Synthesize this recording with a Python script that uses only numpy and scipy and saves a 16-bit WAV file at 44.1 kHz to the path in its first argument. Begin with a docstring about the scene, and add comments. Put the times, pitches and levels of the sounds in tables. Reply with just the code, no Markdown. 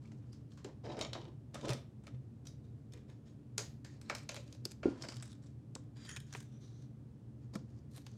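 """At a table in a small room, a phone's microphone close to the hands: a trading card in a thin plastic
sleeve is turned over and guided into a rigid holder. The sleeve buckles in snaps and crinkles, card and
fingers slide in tiny slips, and both ring the card's bending modes. A fingertip sticks and squeaks, and a
few soft knocks set the table top ringing. The room answers each sound over the low hum of a fan."""
import sys
import numpy as np
from scipy import signal
from scipy.fft import rfft, irfft
from scipy.io import wavfile
from scipy.ndimage import uniform_filter1d

SR = 44100
rng = np.random.default_rng(int(sys.argv[2]) if len(sys.argv) > 2 else 0)


def output_pcm(signal):
    """Save a mono or channel-first signal as 16-bit PCM at the path in sys.argv[1].

    Samples are clipped to [-1, 1] before scaling.
    """
    pcm = np.clip(np.atleast_2d(signal).T, -1, 1) * 32767
    wavfile.write(sys.argv[1], SR, np.round(pcm).astype(np.int16))


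N = 360297
TIME = np.arange(N) / SR

# The card rings differently in each hold. Each entry, keyed by its start in seconds: grit from 0 to 1,
# glide in octaves per second, then modes and damped bands as centre in Hz, width in Hz, lift in dB.
HOLDS = { 0: (0.87, 0, [(644, 72, 0.5), (1190, 160, 2.5), (2300, 300, -3), (3730, 180, -3), (4200, 380, 3),
         (5400, 400, 2.5), (7700, 990, 2.5), (13400, 5500, -4)]), .8: (0.56, 0, [(368, 230, -3),
         (664, 230, 7), (3200, 100, 3.5), (3840, 200, 10), (5060, 510, 8), (5700, 160, 5), (9000, 3000, -2),
         (13400, 11000, -19.5)]), 1: (0.56, 0, [(348, 260, -4), (615, 140, 8.5), (1230, 140, 5),
         (1660, 210, -9), (2250, 400, 4), (3090, 150, 10), (3760, 260, 7.5), (4380, 200, 9),
         (5520, 300, 12.5), (6500, 280, 6), (7030, 400, 7.5), (13400, 5800, -11)]),
         1.1: (0.93, -.2, [(620, 200, 4.5), (1250, 230, 5), (2200, 400, 0), (3070, 160, 5.5),
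         (3870, 340, 8.5), (4500, 330, 6), (5580, 430, 7.5), (13300, 4300, -5)]),
         1.4: (0.58, 0, [(584, 47, 10), (665, 53, 7.5), (870, 230, -0.5), (1260, 110, 7.5), (3100, 70, 5),
         (3570, 260, 7.5), (4130, 430, 3.5), (5530, 980, 3.5), (7500, 370, 2.5), (13340, 5500, -10.5)]),
         2.3: (0.38, 0, [(431, 150, 13), (3850, 220, 10), (4650, 200, 5.5), (5430, 150, -1),
         (5880, 200, 8.5), (6480, 150, 3), (7300, 370, 2), (8900, 480, 4)]),
         2.8: (0.26, 0, [(435, 200, 7.5), (1870, 280, 7), (2430, 220, 4), (3520, 1500, 4.5), (5330, 180, 6),
         (6630, 250, 6), (7770, 250, 2)]), 3.5: (.4, 0, [(432, 130, 9), (728, 160, 4.5), (1400, 350, 4.5),
         (2363, 200, 2), (1830, 200, 4), (3440, 220, -1.5), (4420, 450, 6), (4930, 270, 7),
         (5680, 200, 1.5), (6540, 300, 6), (6980, 290, 4), (8050, 220, 9.5), (9655, 500, 7)]),
         3.8: (0.28, 0, [(1740, 350, 4), (3220, 500, -1.5), (4630, 1500, 5.5), (6500, 200, 7.5),
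         (7430, 580, 7), (8800, 250, 2)]), 3.97: (.5, 0, [(330, 110, -6), (620, 160, 4.5), (1310, 150, 3.5),
         (1580, 220, 0.5), (2310, 300, 6.5), (3570, 320, -1), (4130, 510, 8), (4770, 250, 3.5),
         (5370, 540, 6.5), (8000, 1100, 4.5)]), 4.25: (0.6, 0, [(560, 160, 12), (1400, 900, 1.5),
         (2485, 500, 5.5), (3120, 200, 1.5), (3950, 320, 6), (4520, 470, 4), (6440, 500, 2),
         (9150, 1200, 4), (13000, 4000, 1.5)]), 4.6: (0.55, 0, [(2510, 400, 3), (4500, 600, 6),
         (5060, 600, 7), (6270, 450, 6), (7650, 600, 5), (11300, 700, 4.5)]), 4.8: (0.2, 0, [(724, 320, -2),
         (1380, 410, 6), (2360, 500, 1), (4500, 800, 4.5), (5550, 780, 1.5), (7700, 1600, 0),
         (13460, 3900, -11)]), 5.01: (0.85, -.2, [(717, 380, 2.5), (1450, 590, 5), (3100, 330, 6.5),
         (4670, 480, 6), (5250, 770, 7), (6600, 700, 1.5), (7800, 1800, 7), (9400, 900, 3),
         (13460, 3900, 1)]), 5.21: (0.79, 0, [(1520, 500, 4.5), (3800, 600, 5), (5470, 970, 5.5),
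         (7900, 1500, 7.5), (9740, 640, 5.5), (13460, 4300, -3)]), 5.9: (0.39, -0.24, [(1800, 1100, 7.5),
         (3440, 840, 6.5), (4030, 300, 7), (4400, 270, -11), (4820, 380, 12), (5620, 430, 3),
         (6300, 500, -6.5), (7300, 1500, 8)]), 6.08: (0.46, -0.44, [(646, 400, -5), (13000, 2500, 2),
         (1510, 400, 10.5), (1870, 300, 14.5), (2520, 300, 7), (3220, 250, 15), (3950, 240, -9),
         (5740, 300, 9), (6370, 210, 7), (6950, 500, 14), (9040, 800, 10), (9800, 350, 15)]),
         6.155: (0.86, 0, [(650, 360, -10), (13500, 3500, 7), (1600, 320, 13.5), (2440, 260, 10.5),
         (3200, 370, 9), (3820, 320, 9), (5320, 500, 9), (6800, 970, 12.5), (8670, 650, 11.5),
         (9700, 290, 10)]), 6.27: (0.26, 0, [(600, 260, -6.5), (1610, 200, 5), (3750, 540, 0),
         (4960, 700, -0.5), (6000, 950, 1), (11800, 5000, -6)]), 6.435: (.02, .1, [(2560, 410, 5),
         (3500, 500, 9), (4850, 500, -8), (5900, 550, 14), (7000, 700, -2)]),
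         6.595: (0.07, .1, [(2560, 410, -6), (3970, 750, 6.5), (4900, 500, -3), (5930, 650, 10.5),
         (7200, 700, -6)]), 7.3: (.6, 0, [(1143, 160, 5.5), (2800, 1000, -4.5), (5070, 1300, 5),
         (6750, 910, 4)]), 7.9: (0.53, 0, [(3300, 300, 0), (4080, 170, 9), (9300, 2700, 8), (11550, 900, 9),
         (14300, 4500, 11)]), 8.03: (0.44, 0, [(1370, 300, 3), (4560, 1000, 4), (6140, 1400, 6.5)]), }


def snaps(gain_db=-2, spike=5.7, lead_in_s=0.0016, lead_in_db=-6, flex_t60_s=0.031, room_db=-3):
    """A faint, very short swell of noise leads into one sharp crack; the buckled plastic flexes on."""
    # Snaps of sleeve and card edge. Each row: start in seconds, relative treble level in dB, pitch in Hz,
    # weight (body over treble) in dB, crack (top over treble) in dB, room share in dB.
    buckles = [(0.118, -71, 5970, 6, -10, -24), (0.33, -66.5, 5160, -7, -8, 1.5),
               (0.5744, -67, 1150, -3, -12, 6.5), (0.6455, -52, 715, -2.5, -15, -4),
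               (0.852, -66, 5200, -6, -9, -5), (0.9, -60, 750, 4.5, -16, -11),
               (0.969, -60, 5500, -1, -8, -7), (0.991, -53, 7800, 1.5, 1, -1),
               (1.0118, -41, 3840, -2.5, -9, -4), (1.0228, -48, 5570, -1, -8, -16),
               (1.0486, -48, 3500, -1, -18, -12), (1.056, -60, 655, 8.5, -20, -12),
               (1.132, -45.5, 3470, -5.5, -15, -1.5), (1.152, -65.5, 855, 20.5, -30, -3),
               (1.215, -63.5, 3820, -1, -33, -3), (1.253, -66, 3360, -1, -24, -7),
               (1.5442, -54, 6560, 2.5, 2.5, -4.5), (1.5538, -60, 1290, 9, -6, -1.5),
               (1.6837, -50.5, 5530, -8, -5, -10), (1.692, -44.5, 670, -3.5, -4, 1),
               (1.7045, -47, 4200, -8, -1, -10), (1.7095, -51.5, 2480, 4, -9, -3),
               (1.722, -56, 2000, 6, -7, -10), (1.7331, -48.5, 5300, -7, 0, -3.5),
               (2.037, -76, 7600, 4, 0, 4), (2.0687, -58, 2480, -4, -8, -5.5),
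               (2.078, -65, 1800, 4.5, -6, -9), (2.145, -77, 2700, 7, -7, -11),
               (2.454, -66, 6300, -2.5, -8, 2.5), (2.4701, -55, 5530, -11, -6.5, -3),
               (2.9223, -68, 5450, -10, -5, 3), (2.936, -60.5, 6800, -6, -6, -11),
               (3.5804, -35, 6500, -10.5, -8.5, -2.5), (3.589, -57, 4900, 9, -15, -0.5),
               (3.8472, -56, 1850, -5, -10, 1), (4.014, -61.5, 7900, -4, -3, -5),
               (4.098, -43, 1370, 8, -14, -3), (4.15, -47, 6300, -2, -5.5, -2.5),
               (4.183, -60, 5050, -5, -5, -14), (4.2916, -42.5, 6100, -11.5, -15, -4),
               (4.2945, -50.5, 2850, -2.5, -21, -1), (4.317, -58.5, 6170, 0, -8, -2),
               (4.344, -54.5, 4000, -3, -3, -11), (4.357, -54, 7500, -11, -13, 2.5),
               (4.3642, -48.5, 2470, -7, -14, -11), (4.371, -58, 4020, 2, -14, -7),
               (4.478, -69, 6000, -9, -10, -6), (4.526, -57, 5950, -13, -9, -3),
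               (4.548, -69.5, 4500, 0.5, -5, -6), (4.6532, -43, 5440, -12, -1.5, -15),
               (4.711, -61, 7100, -7, -8, -17), (4.717, -54, 7000, -8.5, -4.5, -11),
               (4.831, -57.5, 2730, 10.5, -27, -4.5), (5.0225, -48.5, 5120, -14, -17, -3),
               (5.037, -62, 1900, 13, -7, -4), (5.0863, -47.5, 4860, -4, -15, -4),
               (5.1427, -64.5, 5200, -18, -7, -9), (5.159, -62, 6000, -4, -7, -12),
               (5.1674, -57.5, 4290, -5, -5, -23), (5.1995, -64, 5220, -14, -18, -7),
               (5.225, -54.5, 7600, -1.5, -5, -4), (5.229, -59, 2190, -5, -5, -7),
               (5.256, -67, 5600, -7, 1, -12), (5.3178, -64.5, 4000, -16, -7, -10),
               (5.329, -65, 3740, -7.5, -6, -11), (5.467, -72, 6550, -2, -16, -10),
               (5.7527, -48.5, 7700, -9, -11, -11), (6.06, -63, 6440, -3, -5, -14),
               (6.104, -57, 3250, -4.5, -15, -10), (6.113, -52, 6500, -17, -12, -14),
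               (6.163, -51, 3270, 1, -7, -16), (6.1673, -52.5, 2440, -0.5, -10, -20),
               (6.1704, -55, 3300, 3.5, -6, -18), (6.2023, -59, 3180, -10, -3.5, -3),
               (6.327, -54, 6660, -7, -7, -17), (6.337, -55, 5830, -4, -7, -23),
               (6.3491, -54, 2670, 4.5, -8, -22), (6.353, -65, 1260, 11.5, -8, -25),
               (6.36, -64, 7500, -4, 0, -7), (6.3665, -62, 7500, -2, -2, 1),
               (6.372, -62.5, 6500, -6, -3, 4), (6.4033, -60.5, 6540, -1, 0, -6),
               (6.427, -68, 6500, -8, 1, -4), (6.822, -73, 7500, -2, -7, -12),
               (7.542, -70, 6530, 0, -15, -17), (7.5541, -51, 1190, 3.5, -6.5, -29),
               (7.9628, -71, 8950, 4, -3, -4), (7.972, -64, 9000, -4, -11, -10),
               (8.0654, -56.5, 3300, -2.5, -8, -7)]
    # Body, middle, treble and top of a snap. Each row: lower and upper edge in Hz.
    bands = [(300, 1000), (1000, 3000), (3000, 8000), (8000, 15500)]
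    density_db = 10 * np.log10(SR / 2 / np.diff(bands)[:, 0] * SR / 100)  # band power spans 10 ms
    direct, to_room = np.zeros(N), np.zeros(N)
    crack_at = SR // 250
    t = TIME[:2 ** 12] - crack_at / SR
    hz = bins(len(t))
    click = signal.unit_impulse(len(t), crack_at)
    for start, db, pitch_hz, weight_db, crack_db, share_db in buckles + crinkles():
        t60 = flex_t60_s * 2 ** (weight_db / 17)  # a heavier snap flexes longer
        envelope = np.exp(np.minimum(t / lead_in_s, -np.log(1000) * t / t60)) * amp(lead_in_db * (t < 0))
        crack = spike * amp(0.24 * (db + 53)) * click  # a harder snap buckles more cleanly
        snap = disperse(crack + rng.standard_normal(len(t)) * envelope)
        body, mid, treble, top = db + np.array([weight_db, 0.77 * weight_db, 0, crack_db]) + density_db
        shape = [(120, body - 16), (330, body), (650, body), (1400, mid), (2400, mid), (3600, treble),
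                 (7300, treble - 3), (8600, top + 3), (12500, top - 3.5), (15800, top - 16)]
        ring_db = card_db(hz, start, wander=.004, vary=.1)
        tone_db = along(shape, hz) + patch_db(hz, pitch_hz) + ring_db + gain_db
        begin = start - (crack_at - SR // 1500) / SR
        add(direct, begin, colour(snap / np.linalg.norm(snap), tone_db))
        add(to_room, begin, colour(click, tone_db + share_db))  # the walls blur the flexing into one burst
    return direct + amp(room_db) * room(to_room)


def crinkles(per_s=16, over_rub_db=4.5, scatter_db=2, low_hz=2500, high_hz=8040):
    """The rubbed sleeve crinkles: rows of faint random snaps, louder under a hard, gritty rub."""
    chance = rng.random((2 ** 8, 5))
    times = np.cumsum(.5 + chance[:, 0]) / per_s
    pitches = low_hz * (high_hz / low_hz) ** chance[:, 1]
    scatter = scatter_db * np.sqrt(12) * (.5 - chance[:, 2:])
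    rub = stroke_gain(0) * np.sqrt(grit_at(TIME))
    rub_db = 20 * np.log10(np.interp(times, TIME, rub, right=1e-9))
    level_db = rub_db + over_rub_db + scatter[:, 0]
    weight_db, crack_db = -2 + 2 * scatter[:, 1], -8 + scatter[:, 2]
    share_db = np.full(len(times), -15)
    rows = np.c_[times, level_db, pitches, weight_db, crack_db, share_db]
    return list(rows[rub_db > -85])


def disperse(x, travel_s=0.001512):
    """High bending waves cross the card sooner, so a crack becomes a very short falling chirp."""
    hz = np.maximum(bins(len(x)), 1)
    turns = 2 * travel_s * np.sqrt(1000 * hz) - hz * travel_s / 2
    return irfft(rfft(x) * np.exp(-2j * np.pi * turns), len(x))


def patch_db(hz, pitch_hz, lift_db=6, width_octaves=0.24):
    """The patch of plastic that buckles favours one broad pitch."""
    return lift_db * np.exp(-.5 * (np.log2((hz + 1) / pitch_hz) / width_octaves) ** 2)


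def card_db(hz, time_s, wander=.016, vary=0.32):
    """The card's bending modes glide as it slides; each contact point detunes and weights them anew."""
    held_since = max(s for s in HOLDS if s <= time_s)
    _, glide, modes = HOLDS[held_since]
    mode_hz, width, db = np.transpose(modes)
    detune, weight = rng.standard_normal((len(modes), 2)).T
    centre_hz = mode_hz * 2 ** (glide * (time_s - held_since)) * (1 + wander * detune)
    off_centre = 2 * (hz[:, None] - centre_hz) / width
    lift = np.sum(db * (1 + vary * weight) / (1 + off_centre ** 2), axis=1)
    return lift - 10 * np.log10(np.mean(amp(lift[hz < 8000]) ** 2))


def slides(room_db=-6):
    """Sliding shakes the card's body, scrapes its edge in gritty bursts and hisses off the sleeve."""
    # Spectra of body, edge and sleeve. Each row: frequency in Hz, relative level in dB.
    body_tone = [(100, -5), (220, 11), (400, 14.5), (640, 4), (1000, 2), (1800, -85)]
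    edge_tone = [(500, -47), (1000, 9), (1500, 8), (2500, 4.5), (3300, 1.5), (5000, -38)]
    sleeve_tone = [(1800, -53), (3200, 3.5), (5000, 4), (7300, 1.5), (8500, -3.5), (9900, -6.5),
                   (10500, -15.5), (13500, -16), (15800, -33)]
    rumble = friction(slips_per_s=3300, spread_db=-0.5, chatter_db=3)
    scrape = friction(slips_per_s=600, spread_db=2.5, chatter_db=4.5)
    hiss = friction(slips_per_s=1400, spread_db=4.5, chatter_db=4.0)
    layers = [(rumble, body_tone, 1, -1), (scrape, edge_tone, 0.28, -4), (hiss, sleeve_tone, 0, -2)]
    hz, out = bins(N), 0
    for source, tone, weight_share, db in layers:
        shaped = unit(irfft(rfft(source) * amp(along(tone, hz)), N))
        out = out + shaped * stroke_gain(weight_share) * amp(db)
    return out + amp(room_db) * room(out)


def friction(slips_per_s, spread_db, chatter_db):
    """Tiny uneven slips over a smooth rub come in bursts and ring the card as the contact wanders."""
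    sizes = amp(spread_db * np.minimum(rng.exponential(size=N), 3))
    slipping = rng.random(N) < slips_per_s / SR
    slips = unit(slipping * rng.choice([-1, 1], N) * sizes)
    grit = grit_at(TIME)
    chatter = amp(chatter_db * grit * unit(uniform_filter1d(rng.standard_normal(N), SR // 150)))
    force = chatter * (np.sqrt(grit) * slips + np.sqrt(1 - grit) * rng.standard_normal(N))
    hz, times, frames = signal.stft(force, SR, nperseg=2 ** 11)
    ring = np.transpose([amp(card_db(hz, s)) for s in times])
    return signal.istft(frames * ring, SR)[1][:N]


def stroke_gain(weight_share, attack_s=0.013, release_t60_s=0.21):
    """Envelope of the strokes: each grips quickly, swells or fades, and dies as the hand lets go."""
    # Strokes of card and fingers. Each row: start and length in seconds, relative hiss level in dB,
    # swell from start to end in dB, weight (body over hiss) in dB.
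    strokes = [(0.01, 0.42, -86, -14, 9), (2.634, 0.031, -79, -9, -13), (2.928, 0.057, -73, -5, 8),
               (7.404, 0.034, -83, 1, 3), (0.499, 0.029, -75.5, -1, -13), (0.657, 0.025, -78, -4, 28.5),
               (0.832, 0.1, -64, 4.5, 16), (0.962, 0.075, -59.5, 3.5, 16), (1.119, 0.16, -76, -6.5, 24),
               (1.534, 0.12, -63.5, -5, 4.5), (1.617, 0.022, -65.5, 9, 17),
               (1.635, 0.072, -59.5, 3.5, 17.5), (2.058, 0.058, -89, -8, 14), (3.077, 0.023, -73.5, 5, 9),
               (3.251, 0.032, -72.5, 0, -7), (3.883, 0.059, -73.5, 3, 3), (4.014, 0.079, -72.5, 10.5, 2),
               (4.152, 0.063, -68, 3, -3), (4.322, 0.07, -67.5, 3, 4), (4.457, 0.065, -73.5, -5, 1),
               (4.639, 0.067, -66.5, -11, 0), (4.829, 0.093, -64.5, -4.5, 14.5),
               (4.937, 0.12, -69.5, 12, 14), (5.08, 0.11, -64, -10, -1), (5.237, 0.023, -68, 4, -22),
               (5.283, 0.025, -70, 5, -11), (5.412, 0.05, -76, 6.5, -2), (5.95, 0.14, -64, 12, -5),
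               (6.088, 0.074, -56.5, -14, -5), (6.254, 0.096, -72, 3, -4), (6.44, 0.06, -80, -2, -15),
               (6.51, 0.045, -73.5, 1, -6), (6.6, 0.048, -69, 4, -14), (6.668, 0.17, -75, -1, -11),
               (7.526, 0.021, -67, 10.5, 10), (7.676, 0.11, -82.5, 1, 7), (7.891, 0.072, -75, 23, -6),
               (8.04, 0.15, -77.5, -3, -2)]
    power = np.full(N, 1e-14)
    for start, length, db, swell_db, weight_db in strokes:
        first = int(start * SR)
        t = TIME[:min(SR, N - first)]
        attack = np.minimum(t / attack_s, 1)
        held_db = db + weight_share * weight_db + swell_db * (np.minimum(t / length, 1) - .5)
        release = np.exp(-np.log(1000) * np.maximum(t - length, 0) / release_t60_s)
        power[first:first + len(t)] += (amp(held_db) * attack * release) ** 2
    return np.sqrt(power)


def grit_at(times):
    """How rough the contact is in the hold of that moment."""
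    grits = np.clip([grit for grit, _, _ in HOLDS.values()], .001, 1)
    return grits[np.searchsorted(list(HOLDS), times, "right") - 1]


def knocks(contact_cycles=0.45, room_db=-13):
    """A soft contact swings the struck spot of the table; the top rings on."""
    # Hand and holder meet the table. Each row: start in seconds, peak of the swing in dB, pitch in Hz,
    # t60 in seconds.
    contacts = [(0.648, -39, 394, 0.06), (1.554, -48, 227, 0.067), (1.692, -35.5, 389, 0.078),
                (1.6977, -29, 131, 0.17), (2.088, -51, 283, 0.2), (2.136, -41.5, 131, 0.44),
                (3.588, -44, 427.6, 0.07), (4.657, -38, 345, 0.03), (4.834, -40, 614, 0.021),
                (4.8557, -16, 345, 0.035), (4.87, -28, 247, 0.041), (4.882, -25, 292, 0.035),
                (5.087, -45, 273, 0.023), (5.756, -44, 310, 0.016), (5.762, -40.5, 960, 0.0054),
                (7.5552, -31, 203, 0.057)]
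    # Modes of the table top. Each row: frequency in Hz, relative level in dB, t60 in seconds.
    table_modes = [(266, -43.5, 0.093), (370, -24.5, 0.14), (523.5, -15.5, 0.089), (640, -9.5, 0.019),
                   (1410, -30, 0.082)]
    out, t = np.zeros(N), TIME[:SR // 3]
    ring = sum(amp(db - 60 * t / t60) * np.sin(2 * np.pi * hz * t) for hz, db, t60 in table_modes)
    for start, db, hz, t60 in contacts:
        swing = np.sin(2 * np.pi * hz * t) * amp(-60 * t / t60)
        push = 1 - np.exp(-(t * hz / contact_cycles) ** 2)
        swing /= np.max(np.abs(swing * push))
        add(out, start, -amp(db) * push * (swing + ring))
    return out + amp(room_db) * room(out)


def squeaks(waver=0.045, overtone_db=-9, room_db=-7):
    """Skin sticks and slips on the sleeve fast enough to give a brief, unsteady pitch."""
    # Each row: start and length in seconds, level in dB, pitch in Hz, glide in octaves per second.
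    fingertip_slips = [(0.052, 0.0077, -67.5, 2230, 8), (0.07, 0.014, -77, 2630, -9),
                       (0.319, .02, -71, 4600, 10), (2.475, 0.024, -69, 5350, -2),
                       (5.962, .035, -76, 4830, -1.5)]
    out, t = np.zeros(N), TIME[:SR // 10]
    for start, length, db, hz, glide in fingertip_slips:
        drift = unit(uniform_filter1d(rng.standard_normal(len(t)), SR // 1000))
        phase = 2 * np.pi * np.cumsum(hz * 2 ** (glide * t) * (1 + waver * drift)) / SR
        tone = np.sin(phase) + amp(overtone_db) * np.sin(2 * phase)
        swell = np.sin(np.pi * np.minimum(t / length, 1))
        add(out, start, amp(db) * np.sqrt(2) * swell * tone)
    return out + amp(room_db) * room(out)


def room(x, gap_s=0.00079, build_s=0.0013, treble_db=-5, echo_s=0.019, echo_db=-17):
    """The small room returns a short diffuse tail and one echo off the near wall."""
    # Decay of the room. 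Each row: frequency in Hz, t60 in seconds.
    decays = [(150, 0.34), (400, 0.28), (1000, 0.28), (2500, 0.32), (6500, 0.25), (9000, 0.24),
              (15000, 0.48)]
    t = TIME[:SR // 2]
    hz = bins(len(t))
    noise = np.exp(2j * np.pi * rng.random(len(hz))) * amp(along([(7500, 0), (10000, treble_db)], hz))
    tail = 0
    for share, (_, t60) in zip(np.eye(len(decays)), decays):
        band = along(np.c_[np.array(decays)[:, 0], share], hz)
        tail = tail + irfft(noise * band, len(t)) * amp(-60 * t / t60)
    tail *= np.clip((t - gap_s) / build_s, 0, 1)
    tail /= np.linalg.norm(tail)
    tail[int(echo_s * SR)] += amp(echo_db)
    return signal.fftconvolve(x, tail)[:N]


def fan(hum_hz=124.4, hum_db=-67):
    """Steady air noise in the background, lifted at the room's low resonances, with a mains hum."""
    # Fan and moving air. Each row: frequency in Hz, level in dB per Hz.
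    air_spectrum = [(20, -113), (32, -109), (45, -96), (70, -83), (190, -83), (300, -88.5), (400, -92),
                    (600, -101), (1000, -110), (2000, -118), (4000, -123), (9000, -127), (11000, -133),
                    (16000, -137)]
    # Room resonances that the fan excites. Each row: centre and width in Hz, level in dB per Hz.
    resonances = [(57, 17, -88), (78.4, 16, -76), (118.5, 21.5, -67), (142, 11, -69.5), (167, 2.1, -77.5),
                  (218.3, 21, -76), (251, 12, -81.5), (291, 22.2, -78.5), (386, 20, -100)]
    hz = bins(N)
    power = amp(along(air_spectrum, hz)) ** 2
    for centre_hz, width, db in resonances:
        power += amp(db) ** 2 / (1 + 2 * ((hz - centre_hz) / width) ** 2) ** 3
    air = irfft(rfft(rng.standard_normal(N)) * np.sqrt(power * SR / 2), N)
    return air + amp(hum_db) * np.sqrt(2) * np.sin(2 * np.pi * hum_hz * TIME)


def amp(db):
    """Decibels to gain."""
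    return 10 ** (np.asarray(db) / 20)


def unit(x):
    """Scale to rms 1."""
    return x / np.sqrt(np.mean(x ** 2))


def along(points, hz):
    """Read (Hz, value) points on a log-frequency axis."""
    point_hz, value = np.transpose(points)
    return np.interp(np.log(hz + 1), np.log(point_hz), value)


def bins(size):
    """Frequencies of a spectrum in Hz."""
    return np.fft.rfftfreq(size, 1 / SR)


def colour(x, db):
    """Causal filter with the given gain in each frequency bin."""
    cepstrum = irfft(np.log(amp(db)), len(x))
    cepstrum[1:] *= 2
    cepstrum[len(x) // 2:] = 0
    return irfft(rfft(x) * np.exp(rfft(cepstrum)), len(x))


def add(track, start, sound):
    """Mix a sound in at a time in seconds."""
    i = int(start * SR)
    track[i:i + len(sound)] += sound[:N - i]


def scene():
    """Card, table and fan reach one microphone close to the hands."""
    return (fan() + slides() + knocks() + snaps() + squeaks())[None]


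def record(dry):
    """The phone cuts the top steeply above 15.9 kHz."""
    return signal.sosfilt(signal.ellip(10, .2, 70, 15900, fs=SR, output="sos"), dry)


dry = scene()
out = record(dry)
output_pcm(out)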